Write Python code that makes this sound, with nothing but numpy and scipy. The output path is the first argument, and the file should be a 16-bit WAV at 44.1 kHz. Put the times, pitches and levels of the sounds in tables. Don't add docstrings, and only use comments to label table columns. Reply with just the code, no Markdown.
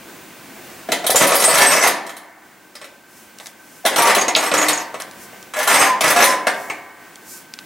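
import sys
import numpy as np
from scipy import signal
from scipy.fft import rfft, irfft
from scipy.io import wavfile
from scipy.ndimage import uniform_filter1d

SR = 44100
rng = np.random.default_rng(int(sys.argv[2]) if len(sys.argv) > 2 else 0)


def master_out(mix):
    frames = np.transpose(np.atleast_2d(mix))
    ceiling = np.clip(frames, -1, 1)
    pcm = np.round(ceiling * 32767).astype(np.int16)
    wavfile.write(sys.argv[1], SR, pcm)


N = 337365
TIME_S = np.arange(N) / SR

# time_s, level_db
YARD_LEVELS = [(0, -40.5), (.7, -38), (.85, -38.5), (2.4, -48.5), (3, -46), (3.7, -45), (5.3, -42),
               (7, -45), (7.65, -43.5)]
# freq_hz, density_db
YARD_SPECTRUM = [(30, -21), (108, -7.5), (210, 2), (350, 2), (430, -3), (970, -3.5), (1300, -6), (2300, -6),
                 (3900, -13.5), (8500, -14.5), (13000, -19), (15700, -11)]
# time_s, level_db
WHINE_LEVELS = [(0, -52.5), (.8, -57), (2.6, -57.5), (3.6, -53.5), (5.4, -49), (7, -51), (7.45, -50),
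                (7.65, -49)]
# freq_hz, side_minus_mid_db
STEREO_WIDTH = [(100, -23), (300, -10), (1000, -11), (2000, -13), (4500, -10), (8000, -6), (12000, -35)]
# start_s, level_db, brightness_db
BLOWS = [ (0.561, -50.5, -11), (0.888, -33, -12), (0.919, -15, -0.5), (1.042, -27, -6.5),
         (1.066, -19.5, 5.5), (1.095, -26.5, -9.5), (1.103, -18.5, 6.5), (1.147, -21.5, -11.5),
         (1.158, -14.5, 4.5), (1.21, -15, -9), (1.271, -27, 10), (1.319, -16.5, -4.5), (1.354, -26, 12.5),
         (1.48, -23, -8), (1.578, -20.5, 5.5), (1.871, -20.5, 6.5), (2.065, -36, 0), (2.093, -35, 0),
         (2.167, -39.5, 4.5), (2.753, -39, 0), (2.814, -38, -4), (2.842, -39, -1), (3.399, -40.5, -2),
         (3.459, -42, 0.5), (3.852, -17.5, -4), (3.861, -15, 2), (3.96, -15.5, 0.5), (4.02, -19.5, 4.5),
         (4.072, -16, 0), (4.149, -18.5, 3.5), (4.168, -23.5, -11.5), (4.213, -23, -3),
         (4.281, -19.5, -3.5), (4.362, -17, -2.5), (4.516, -21, -7), (4.539, -16, -1.5), (4.684, -13.5, 1),
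         (4.942, -32.5, -5.5), (5.0, -31.5, 1), (5.33, -49.5, -11.5), (5.537, -29.5, -1.5),
         (5.589, -26.5, 4), (5.63, -25, 4), (5.675, -14.5, 1.5), (5.743, -13.5, 1.5), (6.008, -14, -0.5),
         (6.078, -17, 0), (6.103, -22.5, 7.5), (6.162, -15, -3), (6.241, -15.5, 5), (6.469, -16.5, -4),
         (6.699, -30, -6.5)]
REGISTERS_HZ = [125, 800, 3000, 9000, 17000]
REGISTER_TILT = (-1.27, -0.53, 0.38, 1.64)
# time_s, gain_db
WALL_GAINS = [(.9, -2), (1.45, -1.5), (1.75, 0.5), (3.85, 0.5), (4.6, 1), (5.6, 2.5), (6.2, .5), (6.5, 4.5)]
# freq_hz, density_db
CROWD_SPECTRUM = [(100, -41), (160, -14), (240, -11), (470, -5.5), (680, -1), (1000, 3), (1420, -1.5),
                  (1800, 3), (2300, -1), (3000, -4.5), (4300, -9.5), (8400, -11.5), (11000, -17.5),
                  (15700, -25.5)]
# freq_hz, t60_s
CROWD_DECAY = [(150, 0.83), (500, 0.76), (1100, 0.48), (2000, 0.44), (3200, 0.46), (9000, 0.31),
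               (15000, 0.2)]
# pitch_hz, level_db, t60_s
STRONG_MODES = [(308.3, -23, 1.5), (560, -13, 0.65), (642.3, -11.5, 0.17), (721, -16, 0.86),
                (760, -49, 1.8), (912, -18, 1.1), (1035, -22.5, 1.2), (1165, -23, 1.46),
                (1755, -15.5, 0.21), (2000, -17.5, 0.46), (2188, -16.5, 0.33), (2530, -27.5, 1.05),
                (3740, -51, 0.35), (4020, -16.5, 0.09), (6800, -24, 0.4), (7978, -38, 0.17),
                (8260, -11, 0.11), (8500, -19, .22), (8770, -18, 0.2), (9730, -32, 0.042),
                (10100, -29, 0.127)]
# start_s, length_s, level_db, drop_db, brightness_db
SLIDES = [(1.157, 0.21, -17.5, 7, 0.7), (1.363, 0.077, -17.5, 3, 2.5), (1.469, 0.17, -12.5, 4.5, 0.7),
          (1.659, 0.21, -12, 3.5, -1.3), (3.906, 0.058, -22.5, 8, -10), (3.975, .13, -15.5, 5, -2),
          (4.15, 0.06, -19.5, 3, -1.5), (4.366, 0.098, -26.5, -2, 0.2), (4.554, 0.26, -21, 10.5, -1.9),
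          (5.554, 0.1, -23, 8.5, -0.5), (5.669, 0.19, -15.5, -1, -1.2), (6.024, 0.089, -18.5, 0, -0.7),
          (6.159, .14, -11.5, 9, -0.5)]
# start_s, level_db, pitch_hz, t60_s
EDGE_SQUEALS = [(1.157, 0.5, 7100, 0.18), (1.219, -13, 5800, 0.21), (1.318, -19, 5800, 0.13),
                (1.36, -14, 4900, 0.16), (1.442, 0.5, 8360, 0.29), (1.448, -4, 9600, 0.29),
                (1.50, -8, 8100, 0.16), (1.505, -16, 4870, 0.21), (1.54, -9, 8000, .15),
                (2.753, -25, 5000, 0.13), (4.183, -11, 6550, 0.15), (4.211, -5, 6520, 0.11),
                (4.281, -7.5, 6580, 0.11), (4.361, -10.5, 6650, 0.23), (4.575, -6.5, 6830, 0.18),
                (4.615, -5.5, 6720, 0.12), (4.73, -3.5, 6760, 0.075), (4.774, -12, 6650, .13)]
# peak_s, level_db, swell_s
CLOTH_SWISHES = [(3.19, -47.5, .09), (3.46, -44, 0.048), (3.74, -47, 0.12), (5.23, -40, 0.04),
                 (6.619, -41.5, .13), (7.335, -34, .07)]
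# freq_hz, density_db
CLOTH_SPECTRUM = [(2000, -32), (4000, -1), (5500, 8), (8000, 8), (13000, 6), (16000, 1.5)]
# start_s, level_db, centre_hz
TICKS = [(3.386, -32, 6000), (3.40, -34, 2980), (3.459, -30, 4000), (3.469, -25.5, 4500),
         (5.021, -25, 5600), (5.112, -34, 5360), (5.427, -33, 4800), (7.157, -33, 5000),
         (7.538, -25.5, 6200), (7.589, -26.5, 2760)]
# peak_s, pitch_hz, level_db, swell_s
TUBE_TONES = [(3.858, 726, -15.5, 0.0094), (4.06, 936, -17, 0.073), (4.062, 1166, -19, 0.054),
              (4.618, 304.5, -28.5, 0.14), (5.59, 618, -21, 0.016), (5.84, 780, -22, 0.053),
              (5.921, 1020, -16.5, 0.052), (6.179, 701, -14.5, 0.022), (6.326, 1017, -18, 0.069)]
# start_s, level_db
BEAM_KNOCKS = [(4.158, -17), (4.3448, -1), (4.509, -17)]
# pitch_hz, level_db, t60_s
SEATED_MODES = [(405.5, -20, 1.4), (703, -29, 2.5), (764, -23.5, 1.5), (864, -28, 2.6), (921, -26, 2.6),
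                (1012, -24, 2.2), (1068, -22.5, 2.8), (1140, -29, 2.4), (1310, -27.5, 2.9),
                (1680, -30, 1.8), (1863, -26, 2.4), (2040, -29, 1.8), (2198, -25.5, 1.8)]


def from_db(db):
    return np.exp(np.asarray(db) * (np.log(10) / 20))


def unit_rms(x):
    return x / np.sqrt(np.mean(x ** 2) + 1e-20)


def at_hz(table, hz):
    freq_hz, value = np.transpose(table)
    return np.interp(np.log(np.maximum(hz, 1)), np.log(freq_hz), value)


def over_time(table):
    return np.interp(TIME_S, *np.transpose(table))


def drift(rate_hz):
    knots = rng.standard_normal(4000)
    return np.interp(TIME_S * rate_hz, np.arange(len(knots)), knots)


def decay(t, t60_s):
    return np.exp(-np.log(1000) * t / t60_s)


def stereo_noise(spectrum, size=N):
    hz = np.fft.rfftfreq(size, 1 / SR)
    mid, side = rfft(rng.standard_normal((2, size))) * from_db(at_hz(spectrum, hz))
    side = side * from_db(at_hz(STEREO_WIDTH, hz))
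    return unit_rms(irfft([mid + side, mid - side], size))


def band(x, low_hz, high_hz, order=2):
    sos = signal.butter(order, [low_hz, min(high_hz, .45 * SR)], "band", fs=SR, output="sos")
    return signal.sosfilt(sos, x)


def resonate(x, hz, width_hz):
    radius = np.exp(-np.pi * width_hz / SR)
    feedback = [1, -2 * radius * np.cos(2 * np.pi * hz / SR), radius ** 2]
    return signal.lfilter(np.array([1, 0, -1]) * (1 - radius ** 2) / 2, feedback, x + 1e-18)


def ring(force, hz, t60_s):
    width_hz = np.log(1000) / (np.pi * t60_s)
    return resonate(force, hz, width_hz) * np.sqrt(SR / (np.pi * width_hz))


def add(out, start_s, sound):
    start = max(round(start_s * SR), 0)
    part = out[..., start:start + sound.shape[-1]]
    part += sound[..., :part.shape[-1]]


def yard(waver_db=1.5, whine_hz=1542, width_hz=45):
    air = from_db(over_time(YARD_LEVELS) + waver_db * drift(rate_hz=8.5)) * stereo_noise(YARD_SPECTRUM)
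    whine = resonate(rng.standard_normal(N), whine_hz, width_hz)
    whine = resonate(whine, whine_hz, 2 * width_hz)
    return air + from_db(over_time(WHINE_LEVELS)) * unit_rms(whine)


def tilted_db(level_db, brightness_db, register):
    return level_db + brightness_db * REGISTER_TILT[register]


def blows(register, chatter_db=-17, chatter_t60_s=0.035):
    out, t = np.zeros(N), TIME_S[:SR // 20]
    for start_s, level_db, brightness_db in BLOWS:
        force = from_db(chatter_db) * rng.standard_normal(len(t)) * decay(t, chatter_t60_s)
        force *= rng.random(len(t)) < .3
        force[0] = 1
        gain = from_db(tilted_db(level_db, brightness_db, register))
        add(out, start_s, gain * force / np.linalg.norm(force))
    return out


def tap_response(low_hz, high_hz, crack_db=4, crack_t60_s=0.075, linger_db=-25, linger_t60_s=2.5):
    t, hz = TIME_S[:SR], np.fft.rfftfreq(SR, 1 / SR)
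    spectrum = rfft(stereo_noise(CROWD_SPECTRUM, size=SR))
    edges_hz, crowd = np.geomspace(low_hz, high_hz, num=6), 0
    for low, high in zip(edges_hz, edges_hz[1:]):
        t60_s = at_hz(CROWD_DECAY, np.sqrt(low * high))
        fade = decay(t, t60_s) + from_db(crack_db) * decay(t, crack_t60_s)
        if 500 < low < 2000:
            fade += from_db(linger_db) * decay(t, linger_t60_s)
        crowd = crowd + irfft(spectrum * ((hz >= low) & (hz < high)), SR) * fade
    return unit_rms(band(crowd, low_hz * .85, high_hz * 1.15, order=3)) / np.sqrt(SR)


def mode_crowd(force, low_hz, high_hz, wander_hz=9):
    place_rad = np.pi / 2 * drift(wander_hz)
    return sum(signal.fftconvolve((force * share)[None], tap_response(low_hz, high_hz), axes=1)[:, :N]
               for share in (np.cos(place_rad), np.sin(place_rad)))


def strong_modes(force, low_hz, high_hz, shift_db=7, shift_hz=14):
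    out = 0
    for hz, level_db, t60_s in STRONG_MODES:
        if low_hz <= hz < high_hz:
            coupling = unit_rms(from_db(shift_db * np.tanh(drift(shift_hz))))
            out = out + from_db(level_db) * ring(force * coupling, hz, t60_s)
    return out


def frame(blow_db=(24.5, 29, 27, 22), scrape_db=(-4, 1.5, -1.5, -7.5), judder_db=4, grind_db=-8):
    judder = unit_rms(from_db(judder_db * drift(rate_hz=55)))
    catches = slips(rate_hz=110, spread_db=9.5)
    grinding = from_db(grind_db) * slips(rate_hz=1800, spread_db=13)
    rasp = unit_rms(catches + grinding)
    screech = .6 * (rasp + chinks())
    out, wall_db = 0, over_time(WALL_GAINS)
    for register, (low_hz, high_hz) in enumerate(zip(REGISTERS_HZ, REGISTERS_HZ[1:])):
        friction = judder * (rasp if register < 2 else screech)
        scrape = from_db(scrape_db[register]) * slide_pressure(register) * friction
        force = scrape + from_db(blow_db[register]) * blows(register)
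        if register == 0:
            force *= from_db(-wall_db / 2)
        if register == 1:
            force *= from_db(wall_db)
            out = out + seated_beams(force)
        out = out + mode_crowd(force, low_hz, high_hz) + strong_modes(force, low_hz, high_hz)
    return out


def slide_pressure(register, attack_s=0.011, release_t60_s=0.12):
    out, t = np.zeros(N), TIME_S[:SR]
    for start_s, length_s, level_db, drop_db, brightness_db in SLIDES:
        attack = np.minimum(t / attack_s, 1)
        hold_db = tilted_db(level_db, brightness_db, register) - drop_db * np.minimum(t / length_s, 1)
        release = decay(np.maximum(t - length_s, 0), release_t60_s)
        add(out, start_s, attack * from_db(hold_db) * release)
    return out


def slips(rate_hz, spread_db):
    at = np.cumsum(rng.uniform(.2, 1.8, 20000) * SR / rate_hz).astype(int)
    sizes = from_db(spread_db * rng.uniform(-1, 1, len(at))) * rng.choice([-1, 1], len(at))
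    return unit_rms(np.bincount(at[at < N], sizes[at < N], minlength=N))


def chinks(count=6000, spread_db=14, low_hz=4500, span_hz=11000):
    out, t = np.zeros(N), TIME_S[:SR // 32]
    fade = decay(t, t60_s=.035)
    for when, pitch, size in rng.random((count, 3)):
        hz = low_hz + span_hz * pitch
        add(out, when * N / SR, from_db(spread_db * size) * np.sin(2 * np.pi * hz * t) * fade)
    return unit_rms(out)


def squeals(gain_db=-10, attack_s=0.00097):
    out, t = np.zeros(N), TIME_S[:SR // 4]
    for start_s, level_db, hz, t60_s in EDGE_SQUEALS:
        swell = (1 - np.exp(-t / attack_s)) * decay(t, t60_s)
        tone = resonate(rng.standard_normal(len(t)), hz, width_hz=170)
        tone = unit_rms(resonate(tone, hz, width_hz=1600))
        add(out, start_s, from_db(level_db + gain_db) * tone * swell / swell.max())
    return out


def clothes(gain_db=-2, flutter_db=1):
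    motion = sum(from_db(level_db) * np.exp(-((TIME_S - peak_s) / swell_s) ** 2)
                 for peak_s, level_db, swell_s in CLOTH_SWISHES)
    return motion * stereo_noise(CLOTH_SPECTRUM) * from_db(gain_db + flutter_db * drift(rate_hz=40))


def ticks(gain_db=3, tail_db=-17):
    out, t = np.zeros(N), TIME_S[:SR // 10]
    for start_s, level_db, hz in TICKS:
        snap = band(rng.standard_normal(len(t)), hz * .6, hz * 1.5, order=1)
        snap = unit_rms(band(snap, 600, 11000)) * decay(t, t60_s=.012)
        tail = unit_rms(band(rng.standard_normal(len(t)), 700, 6000, order=1)) * decay(t, t60_s=.1)
        add(out, start_s, from_db(level_db + gain_db) * (snap + from_db(tail_db) * tail))
    return out


def tube_tones():
    out = np.zeros(N)
    for peak_s, hz, level_db, swell_s in TUBE_TONES:
        near = np.abs(TIME_S - peak_s) < 3 * swell_s
        t, waver_rad = TIME_S[near], drift(rate_hz=45)[near]
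        swell = np.exp(-((t - peak_s) / swell_s) ** 2)
        out[near] += from_db(level_db) * swell * unit_rms(np.sin(2 * np.pi * hz * t + waver_rad))
    return out


def zings(travel_at_1khz_s=0.013, scatter_db=-27, scatter_t60_s=0.16):
    out, t = np.zeros(N), TIME_S[:SR // 10]
    hz = np.fft.rfftfreq(len(t), 1 / SR)
    lag_rad = 4 * np.pi * travel_at_1khz_s * np.sqrt(1000 * hz)
    chirp = band(irfft(np.exp(-1j * lag_rad)), low_hz=2300, high_hz=4600, order=3)
    for start_s, level_db in BEAM_KNOCKS:
        paths = from_db(scatter_db) * rng.standard_normal(len(t)) * decay(t, scatter_t60_s)
        paths[0] = 1
        add(out, start_s, from_db(level_db) * signal.fftconvolve(chirp / np.abs(chirp).max(), paths))
    return out


def seated_beams(force, seated_s=6.16):
    passed_on = force * (TIME_S >= seated_s)
    return sum(from_db(level_db) * ring(passed_on, hz, t60_s) for hz, level_db, t60_s in SEATED_MODES)


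def scene():
    return frame() + squeals() + tube_tones() + zings() + ticks() + clothes() + yard()


def record(dry, threshold_db=-13, cut_db_per_db=0.26, ceiling=1.15, cutoff_hz=15800):
    power = np.abs(uniform_filter1d(np.mean(dry ** 2, axis=0), size=500))
    excess_db = np.maximum(10 * np.log10(power + 1e-12) - threshold_db, 0)
    held = dry * from_db(-cut_db_per_db * excess_db)
    rounded = ceiling * np.tanh(held / ceiling)
    return signal.sosfilt(signal.ellip(12, .1, 80, cutoff_hz, fs=SR, output="sos"), rounded)


dry = scene()
out = record(dry)
master_out(out)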